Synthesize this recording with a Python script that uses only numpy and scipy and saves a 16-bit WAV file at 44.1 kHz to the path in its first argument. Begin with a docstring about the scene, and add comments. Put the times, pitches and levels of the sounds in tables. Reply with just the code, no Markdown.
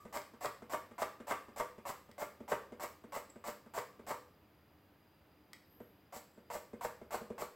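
"""Slicing a turnip

A turnip is pushed over a plastic hand slicer that rests in a steel bowl, in a small kitchen.
In each stroke the blade crunches through the flesh, then the turnip breaks free and knocks the slicer
against the bowl. Drawn back, it drops on to the ramp with a soft bump. The wet flesh ticks and squeaks
on the plastic. The work pauses once, leaving room hum and a faint high whine."""
import sys
import numpy as np
from scipy import signal
from scipy.fft import rfft, irfft
from scipy.io import wavfile

SR = 44100
rng = np.random.default_rng(int(sys.argv[2]) if len(sys.argv) > 2 else 0)


def pcm_store(signal):
    """Save signal as 16-bit PCM."""
    levels = np.round(np.clip(np.atleast_2d(signal), -1, 1) * 32767)
    wavfile.write(sys.argv[1], SR, levels.astype(np.int16).T)


N = 332955
TIME = np.arange(N) / SR

# Levels in the tables are relative. A ring time (t60) is how long a sound takes to fade by 60 dB.
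# tone colour of the steady room noise: f/Hz, level/dB
ROOM_COLOUR = [(20, -37), (40, -15.5), (60, -7.5), (80, 1.5), (110, -4.5), (280, -8), (400, -9),
               (1000, -14.5), (3000, -23.5), (4600, -31), (5600, -35.5), (9000, -41), (12500, -29),
               (16000, -30.5)]
# tones of the room's hum: f/Hz, level/dB
HUM_TONES = [(199.2, -79), (301.5, -73.5)]
# tone colour of the faint noise that differs between left and right: f/Hz, level/dB
SIDE_COLOUR = [(15, -73), (25, -41), (105, -3), (242, -1.5), (1230, -7.5), (4020, -15.5), (5000, -28.5),
               (12500, -21), (16000, -17)]
# modes (natural ringing tones) of the steel bowl: f/Hz, level/dB, ring time/s
BOWL_MODES = [(592, -3, 0.4), (1153, 13.5, 0.31), (1223, 6, 0.68), (1706, -6, 0.33), (2160, -11, 0.27)]
# low modes of the slicer's frame and the board under the bowl: f/Hz, level/dB, ring time/s
FRAME_MODES = [(73, -17.5, 0.26), (114.4, -10, 0.17), (205.7, 2.5, 0.1), (240, 4, 0.077), (379, -1, 0.088),
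               (445, 3.5, 0.082), (490.5, -7, 0.2), (568.6, -2.5, 0.12), (637, 2, 0.031)]
# modes of the slicer pressed on bowl and board: f/Hz, level/dB, ring time/s
SLICER_MODES = [(122.6, -11.5, 0.17), (219.6, -14, 0.08), (239, -18.5, 0.26), (297.4, -10, 0.099),
                (396, -7.5, 0.32), (473.5, -0.5, 0.061), (497, -8.5, 0.44), (521, -4.5, 0.044),
                (601, 6, 0.11), (675.5, -2.5, 0.074), (770.4, -2, 0.1), (801, -3, 0.083),
                (888, -18.5, 0.27), (938, -3.5, 0.16), (997, -3, 0.043), (1050, 3, 0.064), (1166.7, 2, 0.1),
                (1265, -7, 0.11), (1392, -15.5, 0.13), (1603, -10, 0.072), (1753, -12, 0.088),
                (1892, -13.5, 0.063), (2010, -10.5, 0.042), (2160, -10, 0.038), (2720, -15, 0.059)]
# tone colour of struck plastic: f/Hz, level/dB
PLASTIC_COLOUR = [(25, -9), (60, -37), (130, -13.5), (250, -8), (500, 2), (1000, 5), (1400, -0.5),
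                  (2100, -7), (2900, -13), (5000, -18.5), (8000, -10), (16000, -23)]
# tone colour of bursting cells: f/Hz, level/dB
CRUNCH_COLOUR = [(300, 0.5), (1200, 4), (2300, -4.5), (3200, -6), (4000, -4), (5000, -1), (6500, -3.5),
                 (7700, 5.5), (8800, -6), (9700, -8), (11500, -2.5), (13500, -2), (16000, -5)]
# tone colour of the rasping slicer: f/Hz, level/dB
RASP_COLOUR = [(25, -32), (80, -8), (200, -12), (400, -10), (580, -4.5), (700, 2), (1000, -1), (1200, -8.5),
               (2200, -4), (4000, -10), (12000, -21.5)]
# tone colour of a wet tick: f/Hz, level/dB
TICK_COLOUR = [(200, -30), (700, -13), (1300, 0), (4000, -1), (6000, -4), (7700, -1), (10000, -13),
               (16000, -11)]
# the turnip lands back on the ramp: t/s, level/dB
LANDINGS = [(0.052, 0), (0.335, -5.5), (0.621, -0.5), (0.911, -5), (1.201, 0), (1.483, -5.5), (1.78, -2),
            (2.088, -7), (2.404, 2), (2.721, 2.5), (3.039, -2.5), (3.358, -2), (3.661, -6.5), (3.993, -1),
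            (5.803, 1), (6.375, -5.5), (6.732, 5), (7.015, 1), (7.212, 3), (7.302, 9)]
# forward strokes: blade enters t/s, slice parts t/s, bite level/dB, push level/dB, knock level/dB
CUTS = [(0.126, 0.162, -6, 2.5, -2.5), (0.408, 0.446, -4, 1.5, 1.5), (0.696, 0.735, -8, .5, 1),
        (0.9809, 1.0186, 5, 1, 2.5), (1.269, 1.31, -16, 3.5, 3.5), (1.561, 1.5986, -6, 1, 2),
        (1.853, 1.8929, 1, 2.5, -6.5), (2.18, 2.2195, 1, -0.5, 0), (2.479, 2.5186, -2.5, 0, 7.5),
        (2.797, 2.835, 1.5, 2, -3.5), (3.122, 3.163, -0.5, 2, -5), (3.44, 3.4806, 3, -0.5, -4.5),
        (3.737, 3.7768, -14, 3, 0), (4.066, 4.1062, -6, 1.5, 1), (6.124, 6.164, -2.5, -8, -21),
        (6.501, 6.5513, 7, -3, -4), (6.81, 6.848, 4.5, -0.5, 1.5), (7.107, 7.144, 3, 4, 1),
        (7.38, 7.4191, 3, -2, -3)]
# how firmly the hand holds the slicer down: t/s, grip (0 loose, 1 firm)
HAND_GRIP = [(0.16, .3), (1.2, 0.027), (1.9, 0.19), (2.25, 0.8), (2.85, 0.39), (3.2, 0.49), (4.1, 0.55),
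             (6.5, 0.76), (7.4, 0.81)]
# small wet ticks: t/s, level/dB
WET_TICKS = [(0.1724, -37), (0.217, -46.5), (0.4578, -33), (1.026, -36), (2.1145, -50.5), (3.299, -55),
             (3.7869, -39), (5.5325, -39.5)]
# wet flesh slips on the plastic: loudest at t/s, half length/s, f/Hz, width/Hz, level/dB
SLIPS = [(3.304, 0.0065, 7700, 250, -58), (5.733, 0.056, 13300, 120, -71), (5.802, 0.13, 12540, 400, -72.5),
         (6.33, .05, 7660, 200, -79), (7.155, 0.013, 4340, 230, -55.5), (7.431, 0.012, 4270, 175, -54.5)]
# the kitchen's echo, band by band: f/Hz, ring time/s, level/dB
ECHO_BANDS = [(97, 1, -15), (290, 0.46, -5), (877, 0.5, -12), (2010, 0.37, 0.5), (4600, 0.53, -5),
              (7240, 0.37, -5.5), (14100, 0.41, -5)]


def from_db(db):
    """Turn decibels into a factor to multiply by."""
    return 10 ** (np.asarray(db) / 20)


def unit_energy(x):
    """Scale a sound to an energy of one."""
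    return x / np.sqrt(np.sum(x ** 2) + 1e-20)


def add(track, s, sound):
    """Lay a sound on the track, starting at s seconds."""
    at = int(s * SR)
    track[at:at + len(sound)] += sound[:max(N - at, 0)]


def through(x, response):
    """Pass a sound through something, given how that thing answers a single click."""
    return signal.fftconvolve(x, response)[:len(x)]


def colour(table, size=4096):
    """A click with the table's tone colour, for use as a filter."""
    hz, db = np.transpose(table)
    log_hz = np.log(np.maximum(np.fft.rfftfreq(size, 1 / SR), 1))
    gains = from_db(np.interp(log_hz, np.log(hz), db))
    cepstrum = irfft(np.log(gains))
    cepstrum[1:size // 2] *= 2      # folding this packs the energy at the start (minimum phase)
    cepstrum[size // 2 + 1:] = 0
    return unit_energy(irfft(np.exp(rfft(cepstrum))))


def soften(x, hz, order=2):
    """Turn down the treble above hz, as a soft contact does."""
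    return signal.sosfilt(signal.butter(order, min(hz, SR / 3), fs=SR, output="sos"), x + 1e-18)


def drift(rate_hz):
    """A smooth random wobble with a spread of one."""
    slow = soften(rng.standard_normal(N + SR), rate_hz)[SR:]
    return slow / slow.std()


def fade(t60):
    """Half a second of a curve that falls 60 dB every t60 seconds."""
    return np.exp(-np.log(1000) * TIME[:SR // 2] / t60)


def ring(table):
    """A body rings after one touch; where it is hit and held shifts each mode's level and pitch."""
    hz, db, t60 = np.transpose(table)[:, :, None]
    shift_db = rng.normal(0, 2, hz.shape)
    detune = rng.normal(0, .003, hz.shape)
    tones = fade(t60) * np.sin(2 * np.pi * hz * (1 + detune) * TIME[:SR // 2])
    signs = (-1) ** np.arange(len(table))      # neighbouring modes start in opposite directions
    gains = signs * from_db(db + shift_db)[:, 0]
    return unit_energy(gains @ tones)


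def burst(t60):
    """A dense spray of tiny contacts that dies away."""
    return unit_energy(fade(t60) * rng.standard_normal(SR // 2))


def grip_at(s):
    """How firmly the hand holds the slicer at s seconds."""
    return np.clip(np.interp(s, *np.transpose(HAND_GRIP)), 0, 1)


def background(whine_hz=4870, wander_hz=35, whine_db=-86, flutter=0.72):
    """Steady room noise, a wavering hum and a faint, fluttering whine."""
    noise = from_db(-67) * through(rng.standard_normal(N + SR), colour(ROOM_COLOUR))[SR:]
    hum = sum(from_db(db) * (.5 + drift(rate_hz=19.3)) * np.sin(2 * np.pi * hz * TIME)
              for hz, db in HUM_TONES)
    flicker = 1 + flutter * drift(rate_hz=71)
    pitch_hz = whine_hz + wander_hz * drift(rate_hz=36)
    whine = flicker * np.sin(2 * np.pi * np.cumsum(pitch_hz) / SR)
    return noise + hum + from_db(whine_db + 1.2 * drift(rate_hz=5.5)) * whine


def lingering(bowl_db=-27, hiss_db=-36, fade_in_s=.003):
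    """The work is already under way: bowl and room still ring from the stroke before."""
    out = np.zeros(N)
    add(out, 0, from_db(bowl_db) * ring(BOWL_MODES))
    add(out, 0, from_db(hiss_db) * through(burst(t60=0.61), colour(CRUNCH_COLOUR)))
    return out * (1 - np.exp(-TIME / fade_in_s))


def bumping(bump_db=-20.5, settle_s=0.00487):
    """Soft flesh lands on the ramp and settles with a second touch, waking the frame's low modes."""
    out, plastic = np.zeros(N), colour(PLASTIC_COLOUR)
    for s, landing_db in LANDINGS:
        strength = from_db(bump_db + landing_db)
        add(out, s, strength * ring(FRAME_MODES))
        puff = strength * soften(plastic, hz=354, order=3)
        add(out, s, puff)
        add(out, s + settle_s, 0.76 * puff)
        edge = soften(through(burst(t60=0.13), plastic), hz=3400, order=1)
        edge_db = -25 + .7 * landing_db - 9.5 * grip_at(s)      # a firm grip damps the bump's hard edge
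        add(out, s, from_db(edge_db) * edge)
    return out


def snaps(size, per_s, spread_db):
    """Cells and fibres break at random moments, making clicks of uneven size."""
    sizes = from_db(spread_db * np.minimum(rng.exponential(1, size), 4))
    signs = rng.choice([-1, 1], size)
    clicks = sizes * signs * (rng.random(size) < per_s / SR)
    return clicks / clicks.std()


def blade_load(t, length_s, entry_db, release_s):
    """The slanted blade bites ever more flesh until the slice parts, then the load falls off."""
    travel = np.minimum(t / length_s, 1)
    release = np.exp(-np.maximum(t - length_s, 0) / release_s)
    return from_db(entry_db * (1 - travel) ** 2) * release


def cutting():
    """Bursting cells hiss straight into the air; tougher fibres tug the blade, so the slicer rasps."""
    hiss, rasp, t = np.zeros(N), np.zeros(N), TIME[:SR // 2]
    plastic = colour(PLASTIC_COLOUR)
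    for start, free, bite_db, push_db, _ in CUTS:
        cell_load = blade_load(t, free - start + 0.0042, entry_db=-11.5, release_s=0.023)
        cells = cell_load * snaps(len(t), per_s=6000, spread_db=3)
        add(hiss, start, from_db(-49.5 + 0.29 * push_db) * cells)
        fibre_load = blade_load(t, free - start, entry_db=-5.5, release_s=0.017)
        fibres = from_db(-45.5 + push_db) * fibre_load * snaps(len(t), per_s=1800, spread_db=-1)
        jolt = from_db(-22 + bite_db) * burst(t60=0.051)      # the blade first tears into the flesh
        tug = fibres + jolt
        add(rasp, start, through(tug, ring(SLICER_MODES)) + 1.09 * through(tug, plastic))
    uneven_flesh = from_db(0.76 * drift(rate_hz=29))
    crunch = through(hiss * uneven_flesh, colour(CRUNCH_COLOUR))
    return crunch + from_db(-11) * through(rasp, colour(RASP_COLOUR))


def knocking(loose_hz=3300, firm_hz=1280, rebound_s=.0095):
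    """The freed turnip throws the slicer at the bowl: held loosely it bounces and rings, else it thuds."""
    out, plastic = np.zeros(N), colour(PLASTIC_COLOUR)
    for _, free, _, _, knock_db in CUTS:
        grip = grip_at(free)
        treble_hz = loose_hz * (firm_hz / loose_hz) ** grip
        hit, rebound = (free, -13), (free + rebound_s, -14 - 10.5 * grip ** 2)      # t/s, level/dB
        for s, db in hit, rebound:
            clack = ring(SLICER_MODES) + through(burst(t60=0.045), plastic)
            add(out, s, from_db(knock_db + db) * soften(clack, treble_hz, order=1))
        frame = from_db(14.5) * ring(FRAME_MODES)
        thump = from_db(27) * soften(through(burst(t60=0.065), plastic), hz=447)
        # a firm grip passes more weight to the board and damps the bowl
        add(out, free, from_db(-42 + 0.54 * knock_db + 11 * grip) * (frame + thump))
        add(out, free, from_db(-19 + knock_db - 12 * grip) * ring(BOWL_MODES))
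    return out


def ticking():
    """Wet flesh clicks on the plastic: a sharp snap and a short patter."""
    clicks = np.zeros(N)
    for s, db in WET_TICKS:
        clicks[round(s * SR)] = from_db(db)
    patter = through(clicks, burst(t60=.014))
    return through(from_db(9.5) * clicks + from_db(11.5) * patter, colour(TICK_COLOUR))


def squeaking():
    """Wet flesh slips on the plastic: each slip is a short swell of a high, rough tone."""
    out, t = np.zeros(N), TIME[:SR] - .5
    for s, half_s, hz, width_hz, db in SLIPS:
        rough = soften(rng.standard_normal(SR), width_hz)
        tone = rough / rough.std() * np.sin(2 * np.pi * hz * t)
        swell = np.exp(-(t / half_s) ** 2)
        add(out, s - .5, from_db(db) * swell * tone)
    return out


def kitchen(x, build_s=0.0017):
    """Echoes from close walls thicken into a short tail that dies away band by band."""
    size, tail = SR // 2, 0
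    hz, noise = np.fft.rfftfreq(size, 1 / SR), rfft(rng.standard_normal(size))
    centres = np.log(np.array(ECHO_BANDS)[:, 0])
    build_up = 1 - np.exp(-TIME[:size] / build_s)
    for share, (_, t60, db) in zip(np.eye(len(ECHO_BANDS)), ECHO_BANDS):
        band = irfft(noise * np.interp(np.log(hz + 1), centres, share), size)
        tail += from_db(db) * band * unit_energy(fade(t60) * build_up)
    return x + through(x, tail)


def scene():
    """All sounds sit straight ahead; left and right differ only by a little noise."""
    slicing = cutting() + knocking() + bumping() + ticking() + squeaking()
    middle = kitchen(slicing) + lingering() + background()
    side = from_db(-82.5) * through(rng.standard_normal(N), colour(SIDE_COLOUR))
    return np.array([middle + side, middle - side])


def record(dry):
    """Cut off the very highest treble steeply."""
    cutoff_hz = 15850
    return signal.sosfilt(signal.ellip(10, .1, 70, cutoff_hz, fs=SR, output="sos"), dry)


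dry = scene()
out = record(dry)
pcm_store(out)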